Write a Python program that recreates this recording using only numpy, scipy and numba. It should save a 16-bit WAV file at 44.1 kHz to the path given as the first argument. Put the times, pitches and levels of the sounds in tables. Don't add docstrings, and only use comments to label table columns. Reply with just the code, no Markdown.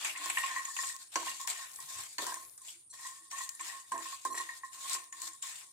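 import sys
import numpy as np
from scipy import signal
from scipy.fft import rfft, irfft, next_fast_len
from scipy.io import wavfile
from scipy.ndimage import uniform_filter1d
from numba import njit

SR = 44100
rng = np.random.default_rng(int(sys.argv[2]) if len(sys.argv) > 2 else 0)


def store_wav(level_fs):
    pcm = np.round(np.clip(np.atleast_2d(level_fs), -1, 1) * 32767)
    wavfile.write(sys.argv[1], SR, pcm.T.astype(np.int16))


def amplitude_ratio(level_db):
    exponent = np.asarray(level_db, float) / 20
    return 10 ** exponent


N = 252260

# (time [s], bell peak [dB], rim re bell [dB], base re bell [dB])
TAPS = [(0.219, -37, -13, -18.5), (0.2572, -37, 1.5, -4), (0.371, -25, 9, -33), (0.405, -33, 3.5, -32.5),
        (0.435, -24, 2.5, -50), (0.68, -33, -13.5, -44), (0.7877, -30, 7, -47), (0.1514, -36.5, 2, -24),
        (0.9406, -44, -31, -56), (1.1561, -23, -23, 0.5), (1.224, -51, -25, -24), (1.267, -35.5, -6, -8),
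        (1.3978, -32, -12, -48), (1.4468, -36, -27, -38), (1.7866, -38, -3.5, -33), (2.188, -36.5, 7, 4.5),
        (2.221, -44.5, -6, 14), (2.341, -33, -8, -34), (3.049, -32, -4.5, -50), (3.3256, -31.5, -29, -32),
        (3.4056, -32.5, -1, -49), (3.6036, -35.5, -2, -22), (3.921, -27.5, -24, -16.5),
        (3.984, -45, -19, -17), (4.125, -35, -6, -41), (4.2509, -25, -13.5, -6.5), (4.399, -28.5, 1.5, -14),
        (4.4902, -35, 12, -28), (4.6337, -36, 3, -40), (4.948, -33.5, -30, -8), (0.4977, -44, 3, -33),
        (0.548, -38.5, -9, -33), (0.618, -46, -7, -28), (0.764, -39.5, 2.5, -33), (0.831, -32, -7, -22),
        (0.897, -40, 11, -38.5), (1.2804, -32, 1.5, -33), (1.635, -46, 3, -40), (2.2516, -44, -16, 1),
        (2.288, -32, -16, -25), (2.996, -48, -6, -29), (3.3776, -38.5, -13, -35), (3.696, -38.5, 6, -33),
        (4.0552, -36, 0, -34), (4.343, -41, 8, 2), (4.375, -39, 10, -2.5), (4.8488, -37.5, -10, -36),
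        (5.125, -49.5, 14, -38), (5.434, -38, -21, -35), (0.562, -28, 7, -35)]
# (time [s], peak [dB], skin pitch [Hz], hollow body re crack [dB])
TICKS = [(0.046, -17, 8050, -16), (0.16, -36, 7540, 5), (0.2403, -20.5, 7540, -26),
         (0.299, -15, 7990, -0.5), (0.3832, -18.5, 7990, 0.5), (0.464, -22, 7990, -16),
         (0.6521, -18, 6940, -9), (0.7658, -20.5, 7050, -2), (1.1565, -17, 5850, 0.5),
         (1.2592, -33, 7420, 2), (1.4132, -36, 7600, -13), (1.475, -20.5, 7600, -1),
         (1.7587, -27, 8260, -36), (1.803, -26.5, 7990, -23), (2.1821, -17.5, 4450, -2),
         (2.2657, -21, 8350, -22), (2.342, -23, 8800, -19), (2.577, -29.5, 8850, -33.5),
         (3.3125, -28, 5870, -2), (3.3844, -23.5, 7180, -8.5), (3.4927, -22, 7400, -12.5),
         (3.596, -31, 7300, -2), (3.919, -22, 7930, -9), (4.2517, -21, 8700, -28), (4.351, -24, 7560, -23),
         (4.898, -21, 8300, -20), (5.125, -25.5, 7000, -10), (5.217, -24.5, 8060, -11.5),
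         (5.271, -33, 7400, -29), (5.4239, -20, 7250, -21), (0.1747, -24, 8300, -20),
         (1.3975, -33, 7190, -15), (2.035, -29, 8230, -6), (2.1283, -31, 9330, -28.5),
         (2.617, -33, 8630, -21), (2.9372, -52, 7600, -8), (3.009, -33, 8400, -29),
         (3.5498, -30, 9700, -21), (3.6102, -22, 7620, -15), (3.675, -43, 7400, -19),
         (3.9777, -25.5, 7400, -12), (4.3266, -29, 7500, -12), (4.375, -30, 9500, 1),
         (4.6478, -35.5, 7300, -14), (4.7306, -34, 7200, -7), (4.931, -21, 8560, -28),
         (5.3327, -32, 7220, -26), (5.445, -46, 7240, -21), (5.5583, -36, 7640, -14),
         (0.8355, -27, 7200, 5)]
# (frequency [Hz], density [dB per Hz])
POD = [(400, -24), (700, 0), (1300, 1), (2300, 6.5), (3300, 2.5), (4500, -4.5), (6000, -60)]
# (frequency [Hz], density [dB per Hz])
AIR = [(8500, -20.5), (10300, 1.5), (12500, 1.5), (14500, -3.5), (15300, -9.5), (16200, -29)]
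LEFT_LAG = dict(base=.7, bell=.6, rim=1.5, spoon=1.5)
LOADED_T60_S = 0.098
SNAP_T60_S = 0.003


def colour(x, points):
    size = next_fast_len(N + 4096)
    hz, db = np.transpose(points)
    bins_hz = np.arange(size // 2 + 1) * SR / size
    gain = amplitude_ratio(np.interp(np.log(bins_hz + 1), np.log(hz), db))
    gain = gain / np.sqrt(np.mean(gain ** 2))
    return irfft(rfft(x, size) * gain, size)[..., :N]


def band(x, lo_hz, hi_hz):
    return signal.sosfilt(signal.butter(2, [lo_hz, hi_hz], "band", fs=SR, output="sos"), x)


def smear(x, t60_s):
    decay = 1000. ** (-np.arange(16384) / SR / max(t60_s, .001))
    tail = rng.standard_normal((2, 16384)) * decay
    tail = tail / np.sqrt(np.sum(tail ** 2, 1, keepdims=True))
    return signal.fftconvolve(np.atleast_2d(x), tail, axes=1)[:, :N]


def sides(pan_db):
    return amplitude_ratio(np.array([pan_db, -pan_db]).reshape(2, -1) / 2)


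def grit(rate, spread_db):
    on = rng.random(N) < rate / SR
    size = amplitude_ratio(spread_db * np.minimum(rng.exponential(size=N), 4))
    x = on * rng.choice([-1., 1.], N) * size
    return x / np.sqrt(np.mean(x ** 2))


def walk(rate):
    hold = int(SR / rate)
    steps = np.repeat(rng.standard_normal(1024)[:N // hold + 1], hold)[:N]
    return 1.6 * uniform_filter1d(steps, hold)


def strokes(rows):
    swell_db_per_s, fade_db, fade_bend = 55, 35.5, 1.3
    bite_s, lead_s = .014, .006
    columns = np.transpose(rows)[:, :, None]
    (s, swell, fade, db), trait = columns[:4], columns[-1]
    t = np.arange(0, N, 32) / SR
    late = t - s - swell
    rise = swell_db_per_s * np.minimum(late, 0)
    fall = fade_db * (np.maximum(late, 0) / abs(fade)) ** fade_bend
    bite = np.clip((t - s + lead_s) / bite_s, 0, 1)
    power = (amplitude_ratio(db + rise - fall) * bite) ** 2 + 1e-12
    total = power.sum(0)
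    curves = 10 * np.log10(total), (power * trait).sum(0) / total
    return [np.interp(np.arange(N) / SR, t, curve) for curve in curves]


@njit
def resonate(force, drift, soft, fade, spin):
    out, push, z = np.empty(len(force), np.complex128), 0j, 0j
    for i in range(len(force)):
        push = soft * spin * push + (1 - soft) * force[i]
        z = fade * spin * complex(1 - drift[i] ** 2 / 2, drift[i]) * z + push
        out[i] = z
    return out


def ring(modes, s, hit, drag, lag, most_s, push_s=0.0033, detune=.012):
    uneven_db = 2.5
    turns = np.zeros(N, complex)
    soft = np.exp(-1 / (push_s * SR))
    for hz, db, t60 in modes:
        fade = np.exp(-np.log(1000) / (min(t60, most_s) * SR))
        strength, phase = rng.standard_normal((2, len(s)))
        force = drag * np.sqrt(2 - 2 * fade ** 2) + 1e-18j
        force[(s * SR).astype(int)] += hit * amplitude_ratio(uneven_db * strength) * np.exp(.5j * phase)
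        drift = 2 * np.pi * detune * hz / SR * walk(30)
        turns += amplitude_ratio(db) * resonate(force, drift, soft, fade, np.exp(2j * np.pi * hz / SR))
    left_right = np.array([[-1], [1]])
    out = np.cos(lag / 2) * turns.imag + np.sin(lag / 2) * turns.real * left_right
    return band(out, 0.54 * modes[0][0], 1.5 * modes[-1][0])


def kitchen(alike=.88):
    # (frequency [Hz], density [dB per Hz])
    air_points = [(20, -33), (60, 7.5), (150, 7.5), (400, 11), (700, 1), (1050, 9), (2000, -6.5),
                  (5000, -7), (8000, -13), (10500, -30.5), (16000, -55.5)]
    # (time [s], pitch [Hz], level [dB], half length [s])
    nudges = [(1.99, 99, -65, .045), (1.98, 70, -72, .04), (2.0, 130, -73, .04), (.22, 300, -62, .025),
              (1.85, 150, -72, .03), (2.23, 150, -70, .03), (1.3, 200, -72, .05), (.88, 100, -76, .04),
              (1.53, 400, -69, .03), (2.77, 340, -73, .03), (3.228, 330, -71, .02), (3.63, 330, -67, .025),
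              (5.245, 330, -70, .02), (5.295, 330, -70, .02)]
    t = np.arange(N) / SR
    shared, left, right = rng.standard_normal((3, N))
    noise = np.sqrt(alike) * shared + np.sqrt(1 - alike) * np.array([left, right])
    out = amplitude_ratio(-82.5) * colour(noise, air_points)
    for s, hz, db, half_s in nudges:
        out = out + amplitude_ratio(db) * np.exp(-((t - s) / half_s) ** 2) * np.sin(2 * np.pi * hz * t)
    return out


def burner():
    # (centre [Hz], width [Hz], level [dB])
    hiss_bands = [(113.4, 44, -87), (7400, 160, -87.5), (8700, 110, -64.5), (9500, 110, -74.5),
                  (9490, 200, -62), (9510, 130, -67.5)]
    out = 0
    for hz, width_hz, db in hiss_bands:
        mics = 2 if hz > 500 else 1
        jet = band(rng.standard_normal((mics, N)), hz - width_hz / 2, hz + width_hz / 2)
        out = out + amplitude_ratio(db) * jet / np.std(jet)
    return out


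def rubs(rate, spread_db, tail_s):
    keep = np.exp(-1 / (tail_s * SR))
    return np.sqrt(signal.lfilter([1 - keep], [1, -keep], grit(rate, spread_db) ** 2))


def patchy(x, patchy_db, size=(5, 9)):
    z = signal.stft(x, nperseg=512)[2]
    field = uniform_filter1d(rng.standard_normal(z.shape[1:]), size=size[0], axis=0)
    field = uniform_filter1d(field, size=size[1], axis=1)
    gain = amplitude_ratio(patchy_db * field / field.std())
    gain = gain / np.sqrt(np.mean(gain ** 2))
    return signal.istft(z * gain, nperseg=512)[1][:, :N]


def rustle(skin_db, body_db, air_db):
    # (frequency [Hz], density [dB per Hz])
    skin_points = [(2500, -37.5), (3500, -8), (4500, -8), (6300, -9.5), (7300, -1), (8400, -5.5),
                   (9100, -7.5), (9700, -10), (10500, -13.5), (12000, -51)]
    crackle = rubs(2200, 2.6, 0.003) * amplitude_ratio(skin_db + 1.78 * walk(25))
    hollow = rubs(770, 5.0, 0.017) * amplitude_ratio(skin_db)
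    noise = rng.standard_normal((3, 2, N))
    skin = colour(crackle * noise[0], skin_points)
    body = colour(np.sqrt(crackle * hollow) * amplitude_ratio(body_db) * noise[1], POD)
    air = colour(crackle * amplitude_ratio(air_db) * noise[2], AIR)
    mix = amplitude_ratio(3.5) * skin * sides(-0.38) + amplitude_ratio(2.5) * body * sides(2.4) + amplitude_ratio(2.0) * air * sides(7.1)
    return patchy(mix, patchy_db=2.5)


def snaps(rustle_db):
    # (time [s], peak [dB])
    breaks = [(0.6514, -32), (1.414, -30), (1.4748, -22), (1.159, -39), (1.7613, -39), (1.8028, -37),
              (2.3486, -37), (1.717, -40), (1.7401, -41), (1.8262, -40), (1.859, -43), (2.185, -33),
              (2.226, -34), (2.243, -32), (2.2672, -29), (2.305, -38), (2.3424, -31), (2.3997, -43),
              (2.451, -42), (2.4968, -43), (0.2592, -25), (0.965, -32), (3.311, -39.5), (3.682, -36),
              (4.409, -36), (4.4278, -43), (4.797, -53), (5.219, -30), (5.433, -41), (2.684, -50.5),
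              (3.492, -25), (4.0434, -35), (4.1774, -52), (4.2507, -29), (4.8968, -24.5), (5.042, -40.5),
              (5.2699, -43)]
    # (frequency [Hz], density [dB per Hz])
    click_points = [(800, -29), (3000, -12), (7000, -1), (11000, -7), (16500, -10)]
    clicks = grit(250, 2.7) * amplitude_ratio(rustle_db - 14)
    s, db = np.transpose(breaks)
    clicks[(s * SR).astype(int)] += amplitude_ratio(db + 11)
    return colour(smear(clicks, SNAP_T60_S), click_points) * sides(4.9)


def pan(bell_db, rim_db, base_db, rustle_db):
    # (frequency [Hz], level [dB], t60 [s])
    bell_modes = [(965, -20, 0.09), (993.4, -15.5, 0.1), (1020, -21, 0.065), (1053, -12, 0.1),
                  (1065, -3, 0.1)]
    rim_modes = [(1830, -11, 0.045), (1858, -8, 0.055), (2018, -23, 0.06), (2190, -26, 0.06),
                 (2520, -30, 0.05)]
    base_modes = [(285, -11, 0.027), (329, -7.5, 0.2), (363, -9.5, 0.08), (431, -16, 0.079),
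                  (508, -14.5, 0.12), (668.4, -4, 0.052)]
    spoon_modes = [(5940, -15, 0.1), (6700, -3.5, 0.065), (7480, -8, 0.08), (7990, -3, 0.12),
                   (8880, -3, 0.1), (9400, -11, 0.1)]
    s, db, tap_rim_db, tap_base_db = np.transpose(TAPS)
    slip = grit(900, 3.64) * amplitude_ratio(bell_db)
    bell = ring(bell_modes, s, amplitude_ratio(db - 2.0), slip * amplitude_ratio(-1.5), LEFT_LAG["bell"], LOADED_T60_S)
    rim = ring(rim_modes, s, amplitude_ratio(db + tap_rim_db + 0.5), slip * amplitude_ratio(rim_db + 5.5),
               LEFT_LAG["rim"], LOADED_T60_S, push_s=0.0016, detune=0.01202)
    base = ring(base_modes, s, amplitude_ratio(db + tap_base_db - 11.0), slip * amplitude_ratio(base_db + 5.0),
                LEFT_LAG["base"], 2 * LOADED_T60_S)
    tick_s, tick_db = np.transpose(TICKS)[:2]
    rub = grit(420, 9.5) * amplitude_ratio(rustle_db - 9.0)
    spoon = ring(spoon_modes, tick_s, amplitude_ratio(tick_db - 22.0), rub, LEFT_LAG["spoon"], LOADED_T60_S,
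                 push_s=0.00049)
    return bell * sides(-2.0) + rim * sides(4.1) + base * sides(2.5) + spoon


def seeds():
    # (start [s], swell [s], fade [s], level [dB])
    trickles = [
        (1.626, 0.16, 0.48, -52),
        (2.2, 0.11, 0.26, -51.5),
        (2.4, 0.061, 0.32, -53.5),
        (2, 0.034, 0.2, -56),
        (0.032, 0.07, 0.13, -48.5),
        (0.25, 0.13, 0.17, -45),
        (3.5, 0.055, .25, -62),
        (3.93, 0.074, .3, -59.5),
        (4.3, 0.045, 0.2, -53.5),
    ]
    patter = np.array([grit(3000, 2.5), grit(3000, 2.5)])
    return colour(smear(patter * amplitude_ratio(strokes(trickles)[0]), SNAP_T60_S), AIR) * sides(8.5)


def ticks(crack_s=.0028, skin_s=.004, body_s=.006, rise_s=.0006):
    # (frequency [Hz], density [dB per Hz])
    crack_points = [(1500, -40), (2500, -22), (4500, -8), (7300, 8), (9500, -2), (13000, -6), (15500, -20),
                    (16500, -55)]
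    crack, body, skin = np.zeros((3, 2, N + 2048))
    t = np.arange(2048) / SR
    for s, db, hz, body_db in TICKS:
        noise = rng.standard_normal((2, 2, 2048))
        at = slice(int(s * SR), int(s * SR) + 2048)
        gain = amplitude_ratio(db) * (1 - np.exp(-t / rise_s))
        crack[:, at] += gain * noise[0] * np.exp(-t / crack_s)
        body[:, at] += gain * amplitude_ratio(body_db) * noise[1] * np.exp(-t / body_s)
        phase = 3 * noise[0, :, :1]
        skin[:, at] += gain * np.sin(2 * np.pi * hz * t + phase) * np.exp(-t / skin_s)
    cracks = amplitude_ratio(-16.5) * colour(crack[:, :N], crack_points) * sides(6)
    bodies = amplitude_ratio(-14.5) * colour(body[:, :N], POD)
    return cracks + bodies + amplitude_ratio(-8) * skin[:, :N]


def dish():
    # (frequency [Hz], level [dB], t60 [s])
    floor_modes = [(680, -18, .07), (870, -18.5, 0.031), (941, -10, .05), (972, -6, .07), (997, -8.5, .07),
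                   (1028, -13.5, 0.09), (1396, -14, 0.02), (1606, -7, 0.043)]
    # (time [s], peak [dB])
    landings = [(1.1565, -23), (1.228, -37), (1.266, -36), (1.475, -42), (2.185, -34.5), (2.199, -39.5),
                (2.265, -37), (2.277, -36), (2.29, -36), (2.306, -40), (2.321, -35), (2.36, -42),
                (3.596, -50), (3.919, -30.5), (3.957, -37), (3.972, -41), (4.005, -39), (4.2505, -32.5),
                (4.343, -42), (4.948, -41), (5.218, -53), (0.046, -42), (0.259, -39), (0.3, -44)]
    s, db = np.transpose(landings)
    return ring(floor_modes, s, amplitude_ratio(db), np.zeros(N), 1.0, LOADED_T60_S, push_s=0.00097) * sides(-1.5)


def raps(ring_s=0.011, width_hz=700):
    # (time [s], peak [dB], pitch [Hz])
    nuts = [(0.048, -5, 2400), (0.0947, -8.5, 2520), (0.158, -11, 2320), (0.3009, -9, 2290),
            (0.3725, -11, 2630), (0.4311, -9.5, 2680), (0.4612, -12.5, 2300), (0.764, -14.5, 2720),
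            (1.1565, -9.5, 4510), (1.28, -20, 2930), (1.3147, -24, 2900), (1.475, -12, 1980),
            (2.184, -30, 4550), (1.1575, -20.5, 880), (2.682, -20, 3100), (3.594, -19, 2160),
            (4.9497, -16, 2300), (5.4247, -22, 3040), (0.356, -13, 2320), (2.578, -36, 1430),
            (2.74, -33, 2320), (2.936, -38, 770), (5.218, -39, 1520), (5.58, -33, 2350), (0.436, -19, 2280),
            (4.048, -28, 2300)]
    out, t = np.zeros((2, N + 2048)), np.arange(2048) / SR
    for s, db, hz in nuts:
        burst = rng.standard_normal((2, 2048)) * np.exp(-t / ring_s)
        note = band(burst, hz - width_hz / 2, hz + width_hz / 2)
        out[:, int(s * SR):int(s * SR) + 2048] += amplitude_ratio(db - 21.0) * note / abs(note).max()
    return out[:, :N]


def thuds(jolt_s=.02):
    s, db, _, base_db = np.transpose(TAPS)
    blows = np.zeros(N)
    blows[(s * SR).astype(int)] = amplitude_ratio(db + base_db - 2.5)
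    jolt = signal.lfilter([1], [1, -np.exp(-1 / (jolt_s * SR))], blows)
    return band(jolt * grit(2500, 2.5), 400, 1440) * sides(2.3)


def wall():
    # (frequency [Hz], level [dB], t60 [s])
    wall_modes = [(2250, -12, .05), (2835, -1.5, 0.077)]
    # (time [s], peak [dB])
    clinks = [
        (.372, -31),
        (.436, -35),
        (1.172, -40),
        (1.208, -45),
        (1.279, -37),
        (1.3147, -35),
        (1.365, -46),
    ]
    s, db = np.transpose(clinks)
    return ring(wall_modes, s, amplitude_ratio(db), np.zeros(N), LEFT_LAG["rim"], LOADED_T60_S, push_s=0.0011, detune=.004)


def squeal():
    # (frequency [Hz], level [dB], t60 [s])
    edge_modes = [(4240, -6.5, .03), (5900, -6, .03), (7550, 0.5, .03), (8700, -13, .04), (9810, -4, .03)]
    # (start [s], swell [s], fade [s], level [dB])
    squeals = [
        (2.9, .01, 0.055, -51),
        (4.3, 0.095, .06, -47.5),
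        (4.365, 0.033, 0.05, -44),
        (.38, 0.018, 0.14, -48.5),
        (3.61, 0.024, .1, -58),
    ]
    drag = grit(1600, 3.5) * amplitude_ratio(strokes(squeals)[0])
    return ring(edge_modes, np.zeros(1), 0, drag, LEFT_LAG["spoon"], LOADED_T60_S, push_s=0.00054, detune=0.006)


def scene():
    # (start [s], swell [s], fade [s], rustle [dB], pod body re rustle [dB])
    heap_strokes = [(-.03, 0.041, 0.19, -45, 0), (.165, 0.093, 0.53, -46.5, 0.5),
                    (.37, 0.091, 1, -47.5, 0.5), (.56, 0.22, 0.18, -50, -28),
                    (.764, 0.074, 0.34, -44, -10.5), (1.12, 0.024, 0.16, -52, -3),
                    (1.155, 0.098, 0.34, -45, -5), (1.396, 0.027, 0.12, -53.5, -7),
                    (1.472, 0.041, 0.58, -46.5, -4), (1.8, 0.19, 0.3, -45.5, -7),
                    (2.183, 0.09, 0.35, -45.5, -5), (2.578, 0.058, 0.38, -60.5, -11.5),
                    (2.64, 0.047, 0.21, -52.5, -9), (2.93, 0.13, 0.37, -49.5, -8.5),
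                    (3.305, 0.11, 0.16, -44.5, -8.5), (3.49, 0.11, 0.63, -59, -11),
                    (3.593, 0.093, 0.32, -46.5, -4.5), (3.915, 0.14, 0.43, -49.5, -3.5),
                    (4.25, 0.0076, 0.11, -52.5, -5.5), (4.345, 0.044, 0.45, -48, -3),
                    (4.63, 0.013, 0.89, -66, -11), (4.72, 0.21, 0.24, -45, -6),
                    (5.124, 0.11, 0.36, -51, -8.5), (5.422, 0.0087, 0.33, -45, -10),
                    (5.47, 0.065, 0.22, -50, -4), (.045, 0.0053, 0.23, -45, 2),
                    (.299, 0.0037, 0.031, -65, 6), (2.34, 0.0043, 0.049, -59, -31),
                    (4.375, 0.015, 0.044, -49, -5), (5.215, 0.008, 0.055, -50, -5),
                    (5.27, 0.0078, 0.073, -44.5, -10), (5.555, 0.026, 0.17, -55.5, -4),
                    (.652, 0.0032, 0.048, -50.5, -9)]
    # (start [s], swell [s], fade [s], bell [dB], place [0 centre - 1 rim])
    scrapes = [(-.03, 0.025, 0.44, -53.5, 0.23), (.15, 0.086, 0.36, -45, 0.42),
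               (.37, 0.048, 0.044, -42.5, 0.87), (.46, 0.13, 0.037, -36.5, 0.64),
               (.62, 0.075, 0.23, -48.5, 0.78), (.765, 0.1, 0.23, -55.5, 0.87),
               (1.15, 0.0083, 0.28, -41, 0.26), (1.396, 0.055, 0.19, -50, 0.61),
               (1.48, 0.1, 0.25, -49, 0.74), (1.79, .01, 0.15, -53.5, 0.51), (1.86, 0.14, 0.1, -49.5, 0.37),
               (2.183, 0.082, 0.25, -43, 0.29), (2.6, 0.033, 0.078, -65.5, 0.43),
               (2.93, 0.004, 0.025, -51, 1), (2.98, 0.043, 0.43, -52, 0.62), (3.31, 0.034, 0.45, -52, 0.96),
               (3.597, 0.12, 0.23, -48, 0.61), (3.917, 0.0056, 0.2, -37, 0.26),
               (4.25, 0.017, 0.37, -43.5, 0.17), (4.33, 0.021, 0.47, -49, 0.57),
               (4.63, .01, 0.22, -71, 0.64), (4.72, 0.22, 0.22, -48, 0.37), (5.124, 0.11, 0.19, -50, 0.47),
               (5.422, 0.061, 0.16, -52, 0.76), (2.25, 0.1, 0.19, -51.5, 0.15),
               (5.6, 0.069, 0.091, -64.5, .3), (.94, .01, 0.096, -57.5, 0.53)]
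    # (at the centre [dB], at the rim [dB])
    rim_ends_db = (-16, 0)
    base_ends_db = (-5, -50.5)
    rustle_db, pod_db = strokes(heap_strokes)
    bell_db, place = strokes(scrapes)
    rim_db, base_db = (a + (b - a) * place for a, b in (rim_ends_db, base_ends_db))
    quiet_db = (-48 - rustle_db).clip(-5, 20)
    body_db = pod_db - 0.29 * quiet_db
    air_db = -10.5 + 0.028 * quiet_db
    struck = pan(bell_db, rim_db, base_db, rustle_db) + ticks() + raps() + thuds()
    tiles = amplitude_ratio(-5.5) * smear(struck, t60_s=0.36)
    stirred = rustle(rustle_db, body_db, air_db) + snaps(rustle_db) + seeds()
    spoon_and_wall = dish() + squeal() + wall()
    return struck + tiles + stirred + spoon_and_wall + burner() + kitchen()


def top_cut(x):
    return signal.sosfilt(signal.butter(12, 16500, fs=SR, output="sos"), x)


def record(dry):
    # (frequency [Hz], left over right [dB])
    shadow = [(60, 4.5), (300, -8), (550, 5), (1100, 1), (2200, 1.6), (4000, 4), (6500, 10), (8500, 2),
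              (12000, 1.2)]
    # (frequency [Hz], width [Hz], depth [0-1])
    port_notches = [(9100, 260, .75), (10400, 300, .6)]
    left, right = ([(hz, way * db / 2) for hz, db in shadow] for way in (1, -1))
    shaded = np.array([colour(dry[0], left), colour(dry[1], right)])
    for hz, width_hz, depth in port_notches:
        shaded = shaded - depth * signal.lfilter(*signal.iirpeak(hz, hz / width_hz, fs=SR), shaded)
    mix = signal.sosfilt(signal.ellip(6, .3, 60, 15700, fs=SR, output="sos"), shaded)
    return top_cut(mix)


dry = scene()
out = record(dry)
store_wav(out)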